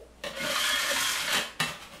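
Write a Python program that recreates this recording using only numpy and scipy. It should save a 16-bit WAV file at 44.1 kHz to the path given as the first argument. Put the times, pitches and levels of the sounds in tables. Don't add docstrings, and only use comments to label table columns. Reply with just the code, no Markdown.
import sys
import numpy as np
from scipy import signal
from scipy.fft import rfft, irfft
from scipy.io import wavfile

SR = 44100
rng = np.random.default_rng(int(sys.argv[2]) if len(sys.argv) > 2 else 0)


def unload_audio(sound):
    columns = np.transpose(np.atleast_2d(sound))
    steps = np.round(np.clip(columns, -1, 1) * 32767)
    wavfile.write(sys.argv[1], SR, steps.astype(np.int16))


N = 88200
T = np.arange(N) / SR

# t/s, rasp level/dB, gritty treble level/dB
STROKE_LEVELS = [(0.335, -38, -66), (0.367, -34.5, -42), (0.407, -33.5, -39.5), (0.487, -28, -35.5),
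                 (0.69, -26.5, -30.5), (0.74, -25.5, -37), (0.80, -25.5, -31), (0.857, -28, -32.5),
                 (0.97, -28.5, -30), (1.101, -28.5, -30.5), (1.127, -30.5, -32.5), (1.185, -26, -34),
                 (1.253, -32, -36.5), (1.347, -21.5, -30), (1.39, -38, -41.5)]
# t/s, board boom level/dB, blade flex level/dB
SHAKE_LEVELS = [(0.335, -64, -42), (0.361, -53, -35.5), (0.425, -36.5, -40.5), (0.495, -40, -33.5),
                (0.533, -47, -43.5), (0.675, -69, -49), (0.737, -62, -42), (0.781, -68, -40),
                (0.833, -46, -38.5), (0.891, -48, -40), (0.915, -39, -35), (0.959, -54, -53),
                (1.041, -69, -57), (1.091, -55, -44), (1.201, -49, -44.5), (1.321, -45, -42.5),
                (1.371, -48, -35), (1.39, -48, -44)]
# centre t/s, Gaussian half length/s, f/Hz, waver/Hz, level/dB
SQUEAKS = [(0.414, 0.017, 2150, 14.6, -37.5), (0.43, 0.04, 1452, 17.5, -42.5), (0.44, 0.03, 4100, 97, -51),
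           (0.272, 0.014, 585, 12.4, -41), (0.483, 0.021, 579, 13, -35.5), (0.60, 0.047, 3080, 80.5, -37.5),
           (0.712, 0.066, 1706, 6.1, -35), (0.71, 0.067, 3350, 46, -37), (0.824, 0.075, 1805, 16.6, -35.5),
           (0.92, 0.011, 580, 8.3, -34), (0.974, 0.055, 1800, 26.3, -40), (1.03, 0.087, 3290, 46, -37.5),
           (1.325, 0.041, 2830, 60, -39), (0.664, 0.1, 600, 13.5, -47.5), (1.073, 0.03, 1035, 17, -40),
           (0.735, 0.018, 258, 6.8, -47), (0.46, .035, 158, 7.1, -49), (0.941, 0.021, 235, 12, -47.5),
           (0.01, 0.026, 450, 30, -50.5), (0.431, 0.024, 225, 13.7, -43)]
# t/s, clack level/dB, tick level/dB, blade ring level/dB,
# board thump level/dB, thump f/Hz, hollow board knock level/dB, blade flex level/dB, chatter decay/s
KNOCKS = [(0.237, -31.5, -44, -40.5, -40.5, 217, -52, -29.5, 0.014),
          (0.267, -36, -40.5, -43.5, -43, 227, -48, -50, 0.0049),
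          (1.325, -32, -48, -40, -46, 248, -39, -64, 0.003),
          (1.346, -25, -29, -32, -35.5, 196, -44, -58, 0.0092),
          (1.366, -27, -41, -39, -30.5, 234, -31.5, -54, 0.0087),
          (1.379, -28, -38, -39.5, -40, 217, -37.5, -48, 0.0034),
          (1.595, -34, -65, -47, -43, 202, -52, -52, 0.0067),
          (1.6015, -17.5, -21.5, -30.5, -27.5, 158.3, -34, -52, 0.0044),
          (1.612, -30, -52, -39.5, -30, 241.5, -45, -55, 0.011),
          (1.637, -28, -42, -44, -50, 180, -41, -44, 0.003)]
# peak t/s, rasp level/dB, thump level/dB, flex level/dB, rise/s, decay/s
BRUSHES = [(0.005, -64, -63, -47, 0.0083, .025), (0.303, -48, -50, -46, 0.059, 0.0043),
           (1.689, -33.5, -48, -45.5, 0.033, 0.018), (1.827, -39.5, -71, -76, 0.029, 0.018),
           (1.938, -43, -52.5, -54, 0.032, 0.034)]

# f/Hz, level when rubbed/dB, level when struck/dB, t60 when pressed/s
BLADE_MODES = [(1062, -3, -4, 0.12), (1167, -5.5, -8, 0.13), (1250, -5, -18.5, .09), (1439, 3, -11, 0.064),
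               (1695, 0.5, -5, 0.079), (1810, -9, 2, 0.07), (1914, -8, -0.5, 0.083),
               (2160, 2.5, -16, 0.086), (2238, -6, -2.5, 0.073), (2518, -0.5, -18, 0.091),
               (2675, -24, -3, 0.16), (2820, -9, -3, 0.11), (2890, -2.5, 1, 0.074), (3054, 4, -4.5, 0.099),
               (3228, 1.5, -16, 0.067), (3335, 0.5, -17, 0.075), (3500, -20, -6.5, 0.098),
               (3920, -8, 0, .1)]
# f/Hz, level/dB, t60/s
BOARD_MODES = [(430, -5, 0.21), (596, -5.5, 0.23), (792, -1.5, 0.24), (910, -4, 0.085)]

# f/Hz, relative level per Hz/dB
RASP_COLOUR = [(150, -33), (450, -30), (800, -6), (1080, 3), (1900, 2.5), (2650, -0.5), (3150, -1),
               (4200, -1), (6000, -18.5), (12000, -62)]
GRIT_COLOUR = [(1500, -7), (3500, 1), (5000, 2.5), (6500, 2.5), (8500, 0), (11000, -3), (14000, -7.5),
               (15500, -33)]
BOOM_COLOUR = [(70, -35), (125, -15), (155, -2), (195, -5), (240, 4.5), (310, 0.5), (430, -8.5), (800, -38)]
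FLEX_COLOUR = [(350, -40), (490, -10), (545, 1.5), (618, 4), (665, -6), (900, -44)]
CLACK_COLOUR = [(100, -33.5), (250, 1.5), (450, 3), (620, 2), (1000, -2.5), (1250, 1), (1500, -2.5),
                (1820, 6), (2350, -4.5), (2850, -1), (3300, 2), (3850, -2.5), (4600, -4), (9000, -24)]
THUMP_COLOUR = [(40, -10), (100, -15), (152, 3), (225, 3.5), (300, -4), (420, -6.5), (700, -32)]
CRACK_COLOUR = [(300, -18), (1000, -5), (1800, 8), (2400, 0), (3000, 3), (4500, 0), (9000, -5), (14000, -9)]
BRUSH_COLOUR = [(200, -1), (420, -6.5), (800, 3), (1200, 4), (1700, -1.5), (3000, 3), (5000, -7.5),
                (9000, -11.5), (14000, -20.5)]
AIR_COLOUR = [(20, -9), (50, -10), (100, -14), (250, -7), (550, -11), (900, -16), (2000, -23.5),
              (5000, -29), (9000, -29.5), (12000, -37), (15000, -53)]
# f/Hz, t60/s
ROOM_T60 = [(120, 0.18), (500, 0.45), (1500, 0.47), (3500, 0.41), (7000, 0.37), (14000, 0.33)]

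STROKE_FADE_S = 0.0049
CRUMBS_PER_S, CRUMB_SPREAD_DB = 4500, 2
POWDER_PER_S, POWDER_SPREAD_DB = 36000, 1.1
JUDDER_HZ, CRUMB_JUDDER_DB, POWDER_JUDDER_DB = 88, 4, 3.05
RASP_DB, RING_DB, GRIT_DB, BOOM_DB, FLEX_DB = -4, -7, -1.5, -5, -3.5
WAVER_HZ, SQUEAK_FLICKER_DB = 70, 3.5
CHATTER_PER_S, KNOCK_RING_DB = 10000, -14
RUMBLE_DB = -4
THUMP_T60_S, THUMP_RISE_S, MODE_RISE_S = 0.19, 0.0094, 0.00065
FREE_RING = 2.06
CRACK_DB, CRACK_DECAY_S = -1, 0.0016
AIR_DB, HUM_DB, HUM_HZ = -57.5, -61.5, 59.5
HUM_FADE_DB_PER_S = 3
DIRECT_DB, ROOM_BUILD_S = -3, 0.00041
TONE_DIRECT_DB, TONE_ROOM_DB = -0.5, -13
PEAK_LEVEL, CUTOFF_HZ = 0.3, 15600


def stroke():
    rasp, grit = contact(STROKE_LEVELS)
    boom, flex = contact(SHAKE_LEVELS)
    crumbs = juddering(grains(CRUMBS_PER_S, CRUMB_SPREAD_DB), CRUMB_JUDDER_DB)
    powder = juddering(grains(POWDER_PER_S, POWDER_SPREAD_DB), POWDER_JUDDER_DB)
    out = from_db(RASP_DB) * colour(crumbs * rasp, RASP_COLOUR)
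    out += from_db(RING_DB) * rubbed_blade(powder * rasp)
    out += from_db(GRIT_DB) * colour(powder * grit, GRIT_COLOUR)
    out += from_db(BOOM_DB) * colour(crumbs * boom, BOOM_COLOUR)
    out += from_db(FLEX_DB) * colour(crumbs * flex, FLEX_COLOUR)
    return out


def contact(rows):
    s, *levels = np.transpose(rows)
    outside = np.maximum(s[0] - T, 0) + np.maximum(T - s[-1], 0)
    fade = np.exp(-outside / STROKE_FADE_S)
    return [from_db(np.interp(T, s, db)) * fade for db in levels]


def juddering(force, spread_db):
    return rms_one(force * from_db(spread_db * drift(JUDDER_HZ)))


def grains(per_s, spread_db):
    size_db = spread_db * np.minimum(rng.exponential(1, N), 4)
    sizes = from_db(size_db) * rng.choice([-1, 1], N)
    return rms_one(sizes * (rng.random(N) < per_s / SR))


def rubbed_blade(force):
    out, power = 0, 0
    for k, (hz, db, _, t60) in enumerate(BLADE_MODES):
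        r = np.exp(-np.log(1000) / (t60 * SR))
        w = 2 * np.pi * hz / SR
        gain = from_db(db) * np.sqrt((1 - r * r) / 2)
        poles = [1, -2 * r * np.cos(w), r * r]
        mode = signal.lfilter([1, 0, -1], poles, force + 1e-18)
        out = out + (-1) ** k * gain * mode
        power += from_db(db) ** 2
    return out / np.sqrt(power)


def squeaks():
    out = 0
    for s, half, hz, waver, db in SQUEAKS:
        pitch = hz + waver * drift(WAVER_HZ)
        wave = np.sqrt(2) * np.sin(2 * np.pi * np.cumsum(pitch) / SR)
        level = from_db(db + SQUEAK_FLICKER_DB * drift(WAVER_HZ))
        out = out + level * wave * np.exp(-((T - s) / half) ** 2 / 2)
    return out


def knocks():
    chatter = grains(CHATTER_PER_S, spread_db=-3.5)
    drive = np.zeros((4, N))
    for s, clack_db, tick_db, _, thump_db, _, _, flex_db, decay in KNOCKS:
        burst = chatter * sudden_decay(s, decay)
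        levels = [clack_db, tick_db, thump_db + RUMBLE_DB, flex_db]
        drive += from_db(levels)[:, None] * burst
    clack, tick, rumble, flex = drive
    out = colour(clack, CLACK_COLOUR) + from_db(KNOCK_RING_DB) * rubbed_blade(clack)
    out += colour(tick, GRIT_COLOUR)
    out += colour(rumble, THUMP_COLOUR)
    out += colour(flex, FLEX_COLOUR)
    return out


def sudden_decay(s, decay):
    return (T >= s) * np.exp(-np.abs(T - s) / decay)


def knock_rings():
    steel = [(hz, db, FREE_RING * t60) for hz, _, db, t60 in BLADE_MODES]
    out = 0
    for s, _, _, ring_db, thump_db, thump_hz, hollow_db, _, _ in KNOCKS:
        out = out + from_db(ring_db) * struck(s, steel, MODE_RISE_S)
        out += from_db(hollow_db) * struck(s, BOARD_MODES, MODE_RISE_S)
        out += struck(s, [(thump_hz, thump_db, THUMP_T60_S)], THUMP_RISE_S)
    return out


def struck(s, modes, rise, size=22050):
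    t, start = T[:size], int(s * SR)
    out = np.zeros(N + size)
    for hz, db, t60 in modes:
        envelope = np.exp(-np.log(1000) * t / t60) * (1 - np.exp(-t / rise))
        wave = np.sin(2 * np.pi * (hz * t + rng.random()))
        out[start:start + size] += from_db(db) * envelope * wave
    return out[:N]


def cracks():
    force = 0
    for s, _, tick_db, *_ in KNOCKS:
        force = force + from_db(tick_db + CRACK_DB) * sudden_decay(s, CRACK_DECAY_S)
    return colour(rng.standard_normal(N) * force, CRACK_COLOUR)


def brushes():
    force = grains(CHATTER_PER_S, spread_db=0.5)
    drive = np.zeros((3, N))
    for s, *levels, rise, decay in BRUSHES:
        swell = np.exp(-np.abs(T - s) / np.where(T < s, rise, decay))
        drive += from_db(levels)[:, None] * force * swell
    rasp, thump, flex = drive
    return colour(rasp, BRUSH_COLOUR) + colour(thump, THUMP_COLOUR) + colour(flex, FLEX_COLOUR)


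def travelling(x, count=15):
    step, wet = N / (count - 1), 0
    for k in range(count):
        distance = np.minimum(np.abs(np.arange(N) / step - k), 1)
        near = np.cos(np.pi / 2 * distance)
        wet = wet + signal.fftconvolve(x * near, room_tail())[:N]
    direct = from_db(DIRECT_DB)
    return (direct * x + wet) / np.sqrt(1 + direct ** 2)


def room_tail(count=10, size=32768):
    t = T[:size]
    noise, hz = rfft(rng.standard_normal(size)), np.fft.rfftfreq(size, 1 / SR)
    edges, tail = np.geomspace(20, SR / 2, count + 1), 0
    build = 1 - np.exp(-t / ROOM_BUILD_S)
    for low, high in zip(edges, edges[1:]):
        t60 = at_hz(ROOM_T60, np.sqrt(low * high))
        band = irfft(noise * (hz >= low) * (hz < high))
        band = band * np.exp(-np.log(1000) * t / t60) * build
        tail = tail + band * np.sqrt(2 * (high - low) / SR / np.sum(band ** 2))
    return tail


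def background():
    air = from_db(AIR_DB) * colour(rng.standard_normal(N), AIR_COLOUR)
    hum = np.sqrt(2) * np.sin(2 * np.pi * HUM_HZ * T + 0.5 * drift(hz=1.2))
    hum_db = HUM_DB - HUM_FADE_DB_PER_S * (T - 1) + 0.8 * drift(hz=2.5)
    return air + hum * from_db(hum_db)


def from_db(db):
    return 10 ** (np.asarray(db) / 20)


def rms_one(x):
    return x / np.sqrt(np.mean(x ** 2) + 1e-20)


def at_hz(points, hz):
    f, value = np.transpose(points)
    return np.interp(np.log(np.maximum(hz, 1)), np.log(f), value)


def colour(x, spectrum, size=8192):
    gain = rms_one(from_db(at_hz(spectrum, np.fft.rfftfreq(size, 1 / SR))))
    cepstrum = irfft(np.log(gain))
    cepstrum[1:size // 2] *= 2
    cepstrum[size // 2 + 1:] = 0
    return signal.fftconvolve(x, irfft(np.exp(rfft(cepstrum))))[:N]


def drift(hz):
    r = np.exp(-2 * np.pi * hz / SR)
    noise = rng.standard_normal(N + SR)
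    return rms_one(signal.lfilter([1], [1, -2 * r, r * r], noise)[SR:])


def scene():
    noises = stroke() + knocks() + brushes()
    clear = squeaks() + knock_rings() + cracks()
    in_room = travelling(noises + from_db(TONE_ROOM_DB) * clear)
    mono = in_room + from_db(TONE_DIRECT_DB) * clear + background()
    return np.stack([mono, mono])


def record(dry):
    rounded = PEAK_LEVEL * np.tanh(dry / PEAK_LEVEL)
    low_pass = signal.ellip(10, 0.1, 70, CUTOFF_HZ, fs=SR, output="sos")
    return signal.sosfiltfilt(low_pass, rounded)


dry = scene()
out = record(dry)
unload_audio(out)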